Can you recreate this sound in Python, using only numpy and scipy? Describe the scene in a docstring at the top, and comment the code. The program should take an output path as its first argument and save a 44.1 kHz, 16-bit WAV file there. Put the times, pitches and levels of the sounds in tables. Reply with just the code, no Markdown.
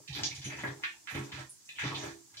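"""In a small tiled bathroom, bare feet tread in a layer of slime in a bathtub.
Trapped air squirts out from under the soles in clusters of tiny pops, and the slime crackles as the
feet slide and peel. Each shift of weight thumps the hollow tub. The hard walls ring after the steps,
over a faint hiss."""
import sys
import numpy as np
from scipy import signal
from scipy.io import wavfile
from scipy.ndimage import uniform_filter1d

SR = 44100
rng = np.random.default_rng(int(sys.argv[2]) if len(sys.argv) > 2 else 0)


def master(y):
    """Save y as 16-bit WAV."""
    cut = np.clip(np.atleast_2d(y).T, -1, 1)
    pcm = np.round(cut * 32767)  # scale
    wavfile.write(sys.argv[1], SR, pcm.astype(np.int16))


N = 105840  # 2.4 s
LEVEL_SPAN_S = 0.037  # a short sound's level counts its energy as if spread over this time

# Air pockets squeezed out of the slime:
# (time [s], level [dB], pitch [Hz], pitch range [octaves], length [s], left over right [dB])
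AIR_POCKETS = [ (0.078, -48.5, 3250, 1.1, 0.022, -7.5), (.076, -51, 2500, 0.24, 0.035, -6),
               (.077, -55.5, 1880, 0.13, 0.019, -4), (.129, -44, 3800, 0.56, 0.026, -11),
               (0.15, -39.5, 2850, 1.46, 0.037, 2), (.2345, -36, 5560, 0.5, 0.0055, 2),
               (.235, -36.5, 3130, 1.02, 0.0042, 3), (0.247, -39.5, 4960, 0.77, 0.015, -13),
               (0.147, -54, 11800, 0.35, 0.019, 1), (.10, -62, 840, 0.14, 0.027, -3),
               (.185, -51.5, 813, 0.24, 0.049, -3), (.311, -45.5, 2310, 0.37, 0.015, -1.5),
               (0.349, -46.5, 4440, 1.69, 0.022, -3.5), (0.417, -48, 3240, 1.54, 0.018, 2),
               (0.443, -45.5, 6350, 0.21, 0.028, -4), (.446, -43.5, 2690, 0.91, 0.018, 2),
               (.446, -49, 9300, 0.43, 0.017, -2), (0.5, -41, 2080, 0.71, 0.048, 1),
               (0.589, -45, 2130, 1, 0.02, 0), (.59, -55, 7300, 0.37, 0.011, -6),
               (0.636, -36.5, 1800, 0.37, 0.023, 2.5), (.636, -41.5, 686, 1.66, 0.025, -1),
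               (0.666, -49.5, 2620, 1.14, 0.015, 0), (0.829, -54, 2150, 0.62, .008, 9),
               (.8365, -33, 2090, 0.95, 0.0083, -0.5), (.893, -66, 2780, 2.1, 0.013, 6),
               (1.073, -40.5, 2080, 1.08, 0.026, -6), (1.098, -50, 8800, 1.2, 0.061, 2),
               (1.144, -40, 2030, 1.07, 0.032, -3.5), (1.239, -56.5, 4970, 2.1, 0.0083, 8),
               (1.319, -43.5, 2270, 1.36, 0.022, 0), (1.348, -46.5, 1940, 1.86, 0.044, -7),
               (1.495, -43.5, 9370, 0.24, 0.012, -2.5), (1.654, -58, 7500, 0.69, .03, -8),
               (1.690, -47.5, 2645, .22, 0.0051, 3), (1.690, -56.5, 1896, 0.16, 0.012, 2),
               (1.691, -53.5, 3800, 0.31, .01, -2), (1.757, -48, 2800, 0.48, 0.024, 0),
               (1.786, -33.5, 2150, 0.81, 0.026, 1.5), (1.836, -36, 1852, 2.1, 0.048, -1.5),
               (1.793, -50, 6840, 0.68, 0.023, -6), (1.908, -44.5, 1020, 0.59, 0.024, 0),
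               (1.946, -39, 3200, 0.75, 0.018, -3.5), (1.985, -48.5, 5870, .4, 0.027, -4),
               (2.026, -45, 1400, 2.4, 0.029, 1), (2.341, -57.5, 2050, 1.46, 0.01, -1.5),
               (2.37, -46, 3670, 0.92, 0.024, 0.5)]
# The tone of the squelches: (frequency [Hz], boost [dB])
SLIME_TONE = [(200, -1.5), (850, 0.5), (1350, 2.5), (1900, -1), (2500, -1), (3000, -1.5), (3700, 1),
              (6800, 2.5), (8200, -6.5), (10000, -3), (15000, -1.5)]
def squelches():
    """The soles press air out of the slime, one pocket at a time."""
    out = np.zeros((2, N))
    for start, db, hz, octaves, length, pan_db in AIR_POCKETS:
        add(out, start, panned(amp(db) * air_pocket(hz, octaves, length), pan_db))
    return colour(out, SLIME_TONE)


def air_pocket(hz, octaves, length, pops_per_s=900, rise_s=0.0014, snap_db=-21.5):
    """A quick run of bursting bubbles makes one air pocket ring, with a faint dry snap."""
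    t = np.arange(SR // 4) / SR
    sizes = pop_sizes(len(t), spread_db=1.5) * rng.choice([-1, 1], len(t))
    bursts = rng.random(len(t)) < pops_per_s / SR
    pops = sizes * bursts * np.minimum(t / rise_s, 1)
    pops[0] = amp(7)  # the first pop is the strongest
    pops *= np.exp(-(t / length) ** 2 / 2)
    edges_hz = np.clip(hz * 2 ** (np.array([-.5, .5]) * octaves), 30, SR / 2.1)
    ring = signal.sosfilt(signal.butter(2, edges_hz, "band", fs=SR, output="sos"), pops)
    return (unit(ring) + amp(snap_db) * unit(pops)) * np.sqrt(LEVEL_SPAN_S * SR)


# Weight landing on the tub floor: (time [s], level [dB], brightness [Hz], length of push [s])
FOOTFALLS = [ (0, -56.5, 475, 0.0053), (0.081, -43, 135, 0.024), (.150, -43, 278, 0.034),
             (0.207, -42.5, 199, 0.025), (.29, -46, 90, 0.033), (.358, -48.5, 110, .025),
             (.425, -45.5, 126, 0.019), (0.454, -42, 266, 0.016), (0.512, -53, 289, 0.044),
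             (.575, -48.5, 330, 0.045), (.52, -56, 75, .035), (0.632, -40, 480, 0.0079),
             (.655, -42, 228, 0.031), (1.11, -49.5, 204, 0.022), (1.146, -37, 390, 0.012),
             (1.163, -39, 185, 0.031), (1.319, -45, 200.6, 0.021), (1.376, -49.5, 175, 0.022),
             (1.753, -53.5, 150, 0.06), (1.798, -48, 85, 0.03), (1.831, -35.5, 256, 0.021),
             (1.895, -39.5, 425, 0.048), (1.957, -50, 320, 0.018), (2.021, -43, 520, 0.015),
             (2.063, -49, 224, 0.014), (2.294, -56, 108, 0.097)]
# The notes the tub rings at: (pitch [Hz], level [dB], time to fade by 60 dB [s], left over right [dB])
TUB_NOTES = [(80, -18.5, 0.15, 1), (98, -17, 0.29, 0), (131.4, 1.5, 0.35, -1.1), (150.8, -8.5, 0.37, 1.7),
             (212.6, -15, 0.59, -2), (274.4, -13, 0.12, 11), (286.2, -0.5, 0.4, -2), (334.4, 1, 0.74, -3),
             (406.4, 2, 0.52, -1), (556, -4, .2, 2)]
def thumps(shake_depth=0.8, shake_s=0.011, detune=0.014, thud_db=-9, thud_low_hz=69.6):
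    """Each soft, shaky push of a foot makes the hollow tub ring and adds a dull thud."""
    t, out = np.arange(SR // 2) / SR, np.zeros((2, N))
    for start, db, bright_hz, length in FOOTFALLS:
        push = t / length * np.exp(-(t / length) ** 2)
        body = 0
        for hz, note_db, fade_s, pan_db in TUB_NOTES:
            shake = np.interp(t / shake_s, np.arange(200), rng.standard_normal(200))
            shaky_push = push * (1 + 1j * shake_depth * shake)
            swell = unit(signal.lfilter([1], [1, -amp(-60 / fade_s / SR)], shaky_push))
            cycles = hz * (1 + detune * rng.uniform(-0.94, 1)) * t + rng.random()
            skew = np.array([[.5], [-.5]]) * (hz / 335) ** 2  # high notes reach the sides out of step
            ring = (swell * np.exp(2j * np.pi * cycles + 1j * skew)).real
            softening = np.sqrt(1 + (hz / bright_hz) ** 6)  # a soft push barely stirs high notes
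            body = body + panned(ring, pan_db) * amp(note_db) / softening
        edges_hz = [thud_low_hz, max(bright_hz, 2 * thud_low_hz)]
        band = signal.butter(2, edges_hz, "band", fs=SR, output="sos")
        thud = unit(signal.sosfilt(band, push * rng.standard_normal(len(t))))
        add(out, start, amp(db) * (unit(body) + amp(thud_db) * thud) * np.sqrt(2 * LEVEL_SPAN_S * SR))
    return out


# How loudly the soles slide through the slime: (time [s], level [dB])
SLIDING = [(0, -61.5), (.07, -72), (.19, -45.5), (.33, -58.5), (.42, -56), (.53, -49), (.69, -55.5),
           (.79, -57.5), (1.028, -69), (1.168, -45.5), (1.29, -56.5), (1.41, -46), (1.48, -89), (1.77, -62),
           (1.86, -50.5), (2.08, -45.5), (2.21, -79), (2.4, -57.5)]
# The tone of the crackle: (frequency [Hz], boost [dB])
CRACKLE_TONE = [(250, 2), (550, -2.5), (870, 2), (1300, -2.5), (2100, -5), (3300, -12.5), (6500, -7),
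                (8500, -13), (15000, -24)]
def crackle(pops_per_s=1040, pitches=36, ring_cycles=6.2, pitch_rise=0.1):
    """Tiny bubbles pop under the sliding soles, each rising in pitch as it fades."""
    t, out = np.arange(SR // 20) / SR, np.zeros(N)
    for hz in np.geomspace(300, 14000, pitches):
        age = t * hz / ring_cycles
        rising_hz = hz * (1 + pitch_rise * np.minimum(age, 2))
        pop = unit(np.exp(-2 * age) * np.sin(2 * np.pi * np.cumsum(rising_hz) / SR))
        sizes = pop_sizes(N, spread_db=5.5)
        bursts = rng.random(N) < pops_per_s / pitches / SR
        out += np.sqrt(hz) * signal.oaconvolve(sizes * bursts, pop)[:N]
    loudness = amp(np.interp(np.arange(N) / SR, *np.transpose(SLIDING)))
    return panned(unit(colour(out[None], CRACKLE_TONE)) * np.sqrt(N) * loudness, db=-1.9)


# Pitches that ring in the hollow around the feet: (pitch [Hz], width [Hz], level [dB])
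HOLLOW_PITCHES = [(950, 100, -0.5), (1818, 134, 5.5), (2440, 260, 4), (3630, 240, -1.5), (5260, 370, -9),
                  (6170, 350, -2)]
def tub_hollow(x, straight_db=-1.5, ring_db=-8.5):
    """Some sound comes straight from the slime; some rings in the hollow of the tub first."""
    rings = sum(amp(db) * signal.lfilter(*signal.iirpeak(hz, hz / width, SR), x)
                for hz, width, db in HOLLOW_PITCHES)
    return amp(straight_db) * x + amp(ring_db) * rings


# How long the tiled room rings: (frequency [Hz], time to fade by 60 dB [s])
ROOM_FADE = [(150, 0.44), (500, 0.4), (1400, 0.27), (3700, 0.29), (7000, 0.22), (12000, 0.21)]
# How alike that ring is on the left and right: (frequency [Hz], likeness [0 to 1])
ROOM_LIKENESS = [(150, 1), (300, 0.47), (600, 0.25), (1200, 0.098), (2500, 0.014), (10000, 0.12)]
def bathroom(x, direct_db=-5, slap_db=-6.5, slaps=10, slaps_within_s=0.016, right_lag_s=0.00012):
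    """The sound arrives directly, then slaps back off the tub walls, then rings between the tiles."""
    size = SR // 2
    hz, t, (left, other) = signal.stft(rng.standard_normal((2, size)), SR, nperseg=256)
    likeness = read(ROOM_LIKENESS, hz)[:, None]
    right = likeness * left + np.sqrt(1 - likeness ** 2) * other
    fade = amp(-60 * t / read(ROOM_FADE, hz)[:, None])
    tails = signal.istft(np.array([left, right]) * fade, SR, nperseg=256)[1][:, :size]
    fade_in = np.minimum(np.arange(size) / SR / 0.0023, 1)
    out = []
    for side, tail, lag_s in zip(x, tails, (0, right_lag_s)):
        echo = unit(tail * fade_in)
        slap_samples = (rng.uniform(.05, 1, slaps) * slaps_within_s * SR).astype(int)
        echo[slap_samples] += amp(slap_db) * unit(rng.standard_normal(slaps))
        echo[round(lag_s * SR)] += amp(direct_db)
        out.append(signal.fftconvolve(side, unit(echo))[:N])
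    return np.array(out)


# The tone of the background noise: (frequency [Hz], boost [dB])
HISS_TONE = [(25, -7), (60, -12), (110, 10.5), (200, 4), (330, 4), (520, -8), (1000, -2.5), (2000, -3),
             (4000, -4.5), (6000, 1), (7400, 2.5), (9000, -5), (12000, -12), (15500, -12.5)]
def hiss(level_db=-58):
    """A faint, steady hiss with a low room rumble."""
    noise = colour(rng.standard_normal((2, N)), HISS_TONE)
    return panned(unit(noise) * np.sqrt(2 * N) * amp(level_db), db=-1)


def pop_sizes(count, spread_db):
    """Random bubble strengths: many weak ones and a few strong ones."""
    return amp(spread_db * np.minimum(rng.exponential(1, count), 3))


def amp(db):
    """Turns decibels into a number to multiply by."""
    return 10 ** (np.asarray(db) / 20)


def unit(x):
    """Scales a sound to an energy of one."""
    return x / np.sqrt(np.sum(abs(x) ** 2) + 1e-20)


def read(table, hz):
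    """Reads between a table's rows, with octaves evenly spaced."""
    row_hz, values = np.transpose(table)
    return np.interp(np.log(hz + 1), np.log(row_hz + 1), values)


def panned(x, db):
    """Makes the left side db louder than the right."""
    return x * amp(np.array([[db], [-db]]) / 2)


def add(mix, start_s, sound):
    """Mixes a sound in at the given time."""
    part = mix[:, round(start_s * SR):]
    part[:, :sound.shape[-1]] += sound[..., :part.shape[1]]


def colour(x, tone):
    """Shapes a sound with a tone table, adding no ringing before the sound starts."""
    log_gain = np.log(amp(read(tone, abs(np.fft.fftfreq(4096, 1 / SR)))))
    taps = np.fft.ifft(np.exp(np.conj(signal.hilbert(log_gain)))).real
    return signal.oaconvolve(x, taps[None, :len(taps) // 2], axes=1)[:, :N]


def scene():
    """The slime sounds fill the bathroom; the thumps mostly come straight from the tub."""
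    tub = thumps()
    slime = tub_hollow(squelches() + crackle())
    return bathroom(slime + amp(-17) * tub) + amp(-1.5) * tub + hiss()


# Sound quieter than this is turned down: (frequency [Hz], level [dB per Hz])
QUIET_LIMIT = [(60, -110), (130, -76.5), (330, -83.5), (600, -91), (1000, -91.5), (2500, -89), (5000, -108),
               (15000, -120)]
def record(dry, low_cut_hz=59, high_cut_hz=15800, turn_down_db=7.5, softness_db=2.5):
    """Cuts the deepest bass, turns down frequencies while they are quiet, then cuts the top treble."""
    x = signal.sosfilt(signal.butter(3, low_cut_hz, "high", fs=SR, output="sos"), dry)
    frames = dict(nperseg=1024, noverlap=768, scaling="psd")
    hz, _, spectrum = signal.stft(x, SR, **frames)
    power = uniform_filter1d(2 * abs(spectrum) ** 2, size=3, axis=2)
    level_db = 10 * np.log10(abs(power) + 1e-20)
    quietness = .5 + .5 * np.tanh((read(QUIET_LIMIT, hz)[:, None] - level_db) / softness_db / 2)
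    x = signal.istft(spectrum * amp(-turn_down_db * quietness), SR, **frames)[1][:, :N]
    high_cut = signal.firwin(511, high_cut_hz, window=("kaiser", 9), fs=SR)
    return signal.oaconvolve(x, high_cut[None], "same")


dry = scene()
out = record(dry)
master(out)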